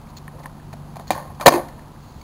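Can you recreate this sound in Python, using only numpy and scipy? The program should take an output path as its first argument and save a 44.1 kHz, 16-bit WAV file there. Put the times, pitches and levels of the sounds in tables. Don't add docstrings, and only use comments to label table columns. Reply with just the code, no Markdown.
import sys
import numpy as np
from scipy import signal
from scipy.io import wavfile

SR = 44100
rng = np.random.default_rng(int(sys.argv[2]) if len(sys.argv) > 2 else 0)


def materialize(psi):
    bounded = np.clip(np.atleast_2d(psi).T, -1, 1)
    quanta = np.round(bounded * 32767).astype(np.int16)
    wavfile.write(sys.argv[1], SR, quanta)


def undo_db(level):
    steps = np.asarray(level, float) / 20
    return 10 ** steps


N = 98739


def rms_one(x):
    return x / np.sqrt(np.mean(x ** 2) + 1e-20)


def butter(x, order, hz, kind="low"):
    return signal.sosfilt(signal.butter(order, hz, kind, fs=SR, output="sos"), x)


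def drift(rate_hz):
    r = np.exp(-80 * np.pi * rate_hz / SR)
    white = rng.standard_normal(N // 40 + 2002)
    slow = signal.lfilter([1], [1, -2 * r, r * r], white)[2000:]
    slow = rms_one(slow - slow.mean())
    return np.interp(np.arange(N) / 40, np.arange(len(slow)), slow)


def click(start_s, db):
    out = np.zeros(N)
    out[int(start_s * SR)] = undo_db(db)
    return out


def ring(clicks, hz, t60):
    r = undo_db(-60 / (max(t60, .002) * SR))
    w = 2 * np.pi * hz / SR
    return signal.lfilter([0, np.sin(w)], [1, -2 * r * np.cos(w), r * r], clicks + 1e-18)


def peak(x, hz, width_hz):
    r = np.exp(-np.pi * width_hz / SR)
    zeros = np.array([1, 0, -1]) * (1 - r * r) / 2
    return signal.lfilter(zeros, [1, -2 * r * np.cos(2 * np.pi * hz / SR), r * r], x)


def stroke(start_s, hold_s, db, t60):
    t = np.arange(N) / SR - start_s
    release = -60 * np.clip(t - hold_s, 0, 1) / max(t60, .005)
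    return np.clip(t / .003, 0, 1) * undo_db(db + release)


def grains():
    grains_per_s, spread_db = 2300, 4
    sizes = undo_db(spread_db * np.minimum(rng.exponential(1, N), 4)) * rng.choice([-1, 1], N)
    return rms_one((rng.random(N) < grains_per_s / SR) * sizes)


# frequency in Hz, level in dB per Hz.
TRAFFIC_SPECTRUM = [(20, -9), (50, -6.5), (90, -6), (150, -8), (260, -10), (430, -21), (950, -16.5),
                    (2000, -36.5), (4300, -41.5)]


def traffic():
    level_db, patchy_db = -42.5, .7
    edges = 16 * 2 ** np.arange(0, 8.6, 1 / 3)
    hz, db = np.transpose(TRAFFIC_SPECTRUM)
    white = rng.standard_normal((2, N + SR))
    out = 0
    for k, (low, high) in enumerate(zip(edges, edges[1:])):
        band = butter(white[k % 2], 2, [low, high], "band")[SR:]
        band_db = np.interp(np.log(low * high) / 2, np.log(hz), db)
        out = out + band * undo_db(band_db + patchy_db * drift(8))
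    return undo_db(level_db) * rms_one(out)


# time in seconds, level in dB.
HUM_SWELL = [(0, -43), (.5, -43.5), (.8, -42), (1.3, -43.5), (1.75, -46), (2.23, -51)]
# multiple of the hum pitch as a ratio, level in dB.
MOTOR_ORDERS = [(1 / 3, -7), (2 / 3, -11), (1, 0), (7 / 6, -10), (3 / 2, -10)]


def hum():
    pitch_hz, wander_hz, flutter_db = 147, .7, 1.0
    s, db = np.transpose(HUM_SWELL)
    level = undo_db(np.interp(np.arange(N) / SR, s, db) + flutter_db * drift(4))
    phase = 2 * np.pi * np.cumsum(pitch_hz + wander_hz * drift(3)) / SR
    tones = sum(undo_db(order_db) * np.sin(k * phase) for k, order_db in MOTOR_ORDERS)
    return np.sqrt(2) * level * tones


# start in seconds, peak in dB, pitch in Hz, t60 in seconds.
FAR_THUMPS = [(1.12, -34, 88, .3), (1.27, -39, 75, .4), (1.93, -36, 50, .3), (2.05, -37, 98, .25),
              (2.16, -33, 70, .25)]


def thumps():
    return sum(peak(ring(click(s, db), hz, t60), hz, .5 * hz) for s, db, hz, t60 in FAR_THUMPS)


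def walls(x):
    level_db, t60_s, cut_hz = -36, 0.75, 4120
    t = np.arange(SR // 2) / SR
    gap = np.clip((t - .008) / 0.011, 0, 1)
    tail = butter(rng.standard_normal(len(t)) * undo_db(-60 * t / t60_s) * gap, 1, cut_hz)
    return undo_db(level_db) * signal.fftconvolve(x, tail / np.sqrt(np.sum(tail ** 2)))[:N]


# start in seconds, hold in seconds, level in dB, release t60 in seconds.
GRIT_SCUFFS = [(0.083, 0.029, -55, .02), (0.165, 0.021, -42, 0.01), (.388, .012, -53, .02),
               (0.428, 0.015, -51, 0.017), (.456, .01, -48, .02), (1.345, .01, -54, .03),
               (1.397, .01, -46, .03), (1.4595, .013, -21, .015), (1.479, .009, -21, .04),
               (0.728, 0.0076, -44, 0.017), (.955, 0.018, -51.5, 0.036), (0.99, 0.037, -55, 0.044),
               (1.069, 0.03, -47, .02), (1.104, 0.017, -30.5, 0.088), (1.138, 0.032, -45, 0.45),
               (1.409, .012, -38, 0.12), (1.497, 0.057, -33.5, 0.2), (1.68, 0.0074, -48, .05),
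               (2.0, 0.24, -57.5, 0.045)]


def scuffs():
    low_hz, peak_hz, width_hz, peak_db = 1500, 4300, 1800, -6.5
    hiss = butter(grains() + 3.6 * rng.standard_normal(N), 2, low_hz, "high")
    hiss = rms_one(hiss + undo_db(peak_db) * peak(hiss, peak_hz, width_hz))
    return hiss * sum(stroke(*row) for row in GRIT_SCUFFS)


# pitch in Hz, level in dB, t60 in seconds.
DECK_MODES = [(145, -44.5, 0.057), (223.4, -10, 0.078), (286, -8, 0.093), (351.4, -5, 0.057),
              (527, -3, 0.067), (593, -5.5, 0.079), (700, 4, 0.017), (900, -8, 0.054), (999, -3.5, 0.017),
              (1087, 3.5, 0.019), (1507, -7, 0.024), (1800, -2.5, 0.025), (2116, -9.5, 0.029),
              (2440, -6, 0.01)]
# start in seconds, hold in seconds, level in dB, centre in Hz, release t60 in seconds.
DECK_RATTLES = [(0.313, 0.035, -48.5, 573, 0.15), (0.382, 0.024, -41.5, 776, 0.028),
                (0.433, 0.034, -41, 900, 0.032), (0.725, 0.016, -38.5, 1330, 0.01),
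                (0.948, 0.014, -39.5, 1070, 0.041), (0.989, .02, -38, 750, 0.07),
                (1.067, 0.024, -45, 1500, 0.022), (1.103, 0.017, -30.5, 1180, 0.12),
                (1.143, 0.012, -30, 900, 0.03), (1.161, .01, -36, 900, .03), (1.175, .013, -32, 950, .04),
                (1.191, .008, -33, 1000, .04), (1.206, .02, -37, 900, .15), (1.248, 0.066, -44, 900, 0.33),
                (1.4, 0.035, -31, 1000, 0.073), (1.497, 0.015, -24, 926, 0.06),
                (1.519, .025, -22, 950, .12), (1.499, 0.07, -28, 415, 0.07), (1.53, .04, -25, 700, .1),
                (1.576, 0.022, -30, 800, 0.2), (1.5, 0.057, -31, 2017, .1), (1.625, 0.057, -47, 320, 0.32)]


def rattles():
    force = grains()
    push = 0
    for s, hold_s, db, hz, t60 in DECK_RATTLES:
        shake = force * stroke(s, hold_s, db, t60) + 1e-18
        push = push + peak(shake, hz, .5 * hz) * np.sqrt(SR / hz)
    modes = enumerate(DECK_MODES)
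    return undo_db(-37) * sum((-1) ** k * undo_db(db) * ring(push, hz, t60) for k, (hz, db, t60) in modes)


# start in seconds, peak in dB, pitch in Hz, t60 in seconds.
SHORT_TICKS = [(0.0715, -43.5, 2230, .015), (.154, -55, 2300, .012), (0.2797, -29, 1810, 0.02),
               (.281, -36, 1055, 0.053), (0.436, -39.5, 2070, 0.017), (0.458, -27, 1800, 0.018),
               (.459, -25.5, 1030, 0.014), (0.4964, -41, 1500, 0.014), (0.5986, -43, 1760, 0.027),
               (1.079, -36, 4260, 0.012), (1.4672, 7, 4070, 0.005), (1.4618, 1, 986, 0.018),
               (1.4804, 3, 997, 0.032), (1.4625, -6, 575, .09), (1.539, -23, 880, .09),
               (1.508, -22, 600, .07), (1.1066, -21, 320, 0.08), (1.107, -25, 250, .06),
               (1.133, -36, 2100, .015), (1.18, -38, 2000, .02), (1.401, -30, 220, .08),
               (1.463, -8.5, 141, 0.091), (1.5416, -14.5, 348, 0.16), (1.521, -16, 330, .08),
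               (1.556, -20, 348, .1), (1.521, -24, 1780, .03), (1.537, -24, 1800, .03),
               (1.539, -26, 2500, .02), (1.479, -10, 250, .08), (1.47, -14, 170, .07),
               (0.1705, -37, 4300, 0.019), (.7303, -36, 2400, 0.0067), (.731, -68, 4620, 0.022),
               (.733, -56, 755, .03), (1.688, -39, 1970, 0.021), (1.7938, -36, 1800, 0.0089),
               (1.962, -40, 1580, .012), (2.2144, -43, 2250, .025), (2.214, -46.5, 4490, 0.025)]


def ticks():
    out = np.zeros(N)
    for s, db, hz, t60 in SHORT_TICKS:
        knock = click(s, db)
        out += ring(knock, hz, t60)
        if hz > 500:
            out += undo_db(-15) * ring(knock, 1.16 * hz, t60 / 2)
    return out


def body(modes, start_s, db, contact_hz, damping):
    spread_db, contact_ratio = 4, 2.9
    start, out = int(start_s * SR), np.zeros(N)
    impulse = 1.0 * (np.arange(min(SR // 4, N - start)) == 0)
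    force = peak(impulse, contact_hz, contact_ratio * contact_hz) * SR / (8 * contact_hz)
    luck = rng.standard_normal((len(modes), 2))
    for (hz, mode_db, t60), (strength, sign) in zip(modes, luck):
        gain = undo_db(db + mode_db + spread_db * strength) * np.sign(sign)
        out[start:start + len(force)] += ring(force, hz, damping * t60) * gain
    return out


# pitch in Hz, level in dB, t60 in seconds.
AXLE_MODES = [(2400, 9, 0.043), (2718, 2, 0.038), (3236, 5, 0.024), (3733, 7.5, 0.014), (4140, -1.5, 0.024),
              (4750, -4.5, 0.028), (5040, -3, 0.06)]
# start in seconds, deck in dB, thud pitch in Hz, axle in dB, thud in dB.
BOARD_BLOWS = [(.7285, -47, 970, -67, -28.5), (0.7382, -63, 700, -63, -23), (0.9577, -61, 810, -54, -30),
               (0.9673, -47.5, 688, -49, -20), (0.9969, -47, 710, -56, -30), (1.1054, -23.5, 760, -28, -4),
               (1.1092, -34, 700, -36, -13), (1.1304, -34, 730, -42, -19), (1.1628, -44, 800, -52, -24),
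               (1.177, -59, 920, -60, -23), (1.3982, -40, 900, -57, -23.5), (1.4105, -37, 600, -37, -17),
               (1.4256, -44, 1000, -65, -17.5), (1.4561, -61, 594, -45, -12.5), (1.4601, -8, 599, -10, 13),
               (1.469, -11, 554, -11.5, 7), (1.4786, -4, 700, -24, 10), (1.4821, -10, 950, -14.5, 4),
               (1.4912, -20, 620, -29, 0), (1.5224, -39.5, 585, -31.5, -9), (1.538, -25, 960, -34, -12),
               (1.578, -46, 900, -56, -18), (1.4642, -16, 560, -18, 7), (1.4712, -22, 600, -20, 4),
               (1.4756, -28, 800, -28, -12), (1.4846, -19, 1150, -19, -1), (1.4868, -24, 580, -26, -5),
               (1.5085, -36, 400, -40, -12), (1.529, -37, 1000, -38, -17), (1.1165, -40, 1050, -40, -16),
               (1.1215, -44, 900, -46, -20), (1.1505, -46, 950, -52, -20), (1.1935, -50, 950, -55, -25),
               (1.2255, -55, 950, -60, -31), (1.4152, -46, 1300, -46, -21)]


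def blows():
    out = np.zeros(N)
    for s, deck_db, hz, axle_db, thud_db in BOARD_BLOWS:
        out += body(DECK_MODES, s, deck_db - 12, hz, damping=0.83)
        out += body(AXLE_MODES, s, axle_db - 4, 4000, damping=0.67)
        out -= peak(ring(click(s, thud_db), hz, 0.021), hz, 2.92 * hz)
    return out


def scene():
    background = traffic() + hum() + thumps()
    board = butter(rattles() + scuffs() + blows() + ticks(), 2, 110, "high")
    return (board + walls(board) + background)[None]


def top_cut(x):
    return signal.sosfilt(signal.butter(12, 20000, fs=SR, output="sos"), x)


def record(dry):
    overload, knee, hiss_db, hold = .985, 12.0, -61, 4
    x = dry + 1.5 * peak(dry, 4380, 362)
    x = butter(x, 8, 5300)
    x = x / (1 + np.abs(x / overload) ** knee) ** (1 / knee)
    x = x + undo_db(hiss_db) * rng.standard_normal(x.shape)
    held = np.repeat(x[:, ::hold], hold, axis=1)[:, :N]
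    held = signal.sosfiltfilt(signal.ellip(8, .1, 30, 15750, fs=SR, output="sos"), held)
    return top_cut(np.clip(held, -1, 1))


dry = scene()
out = record(dry)
materialize(out)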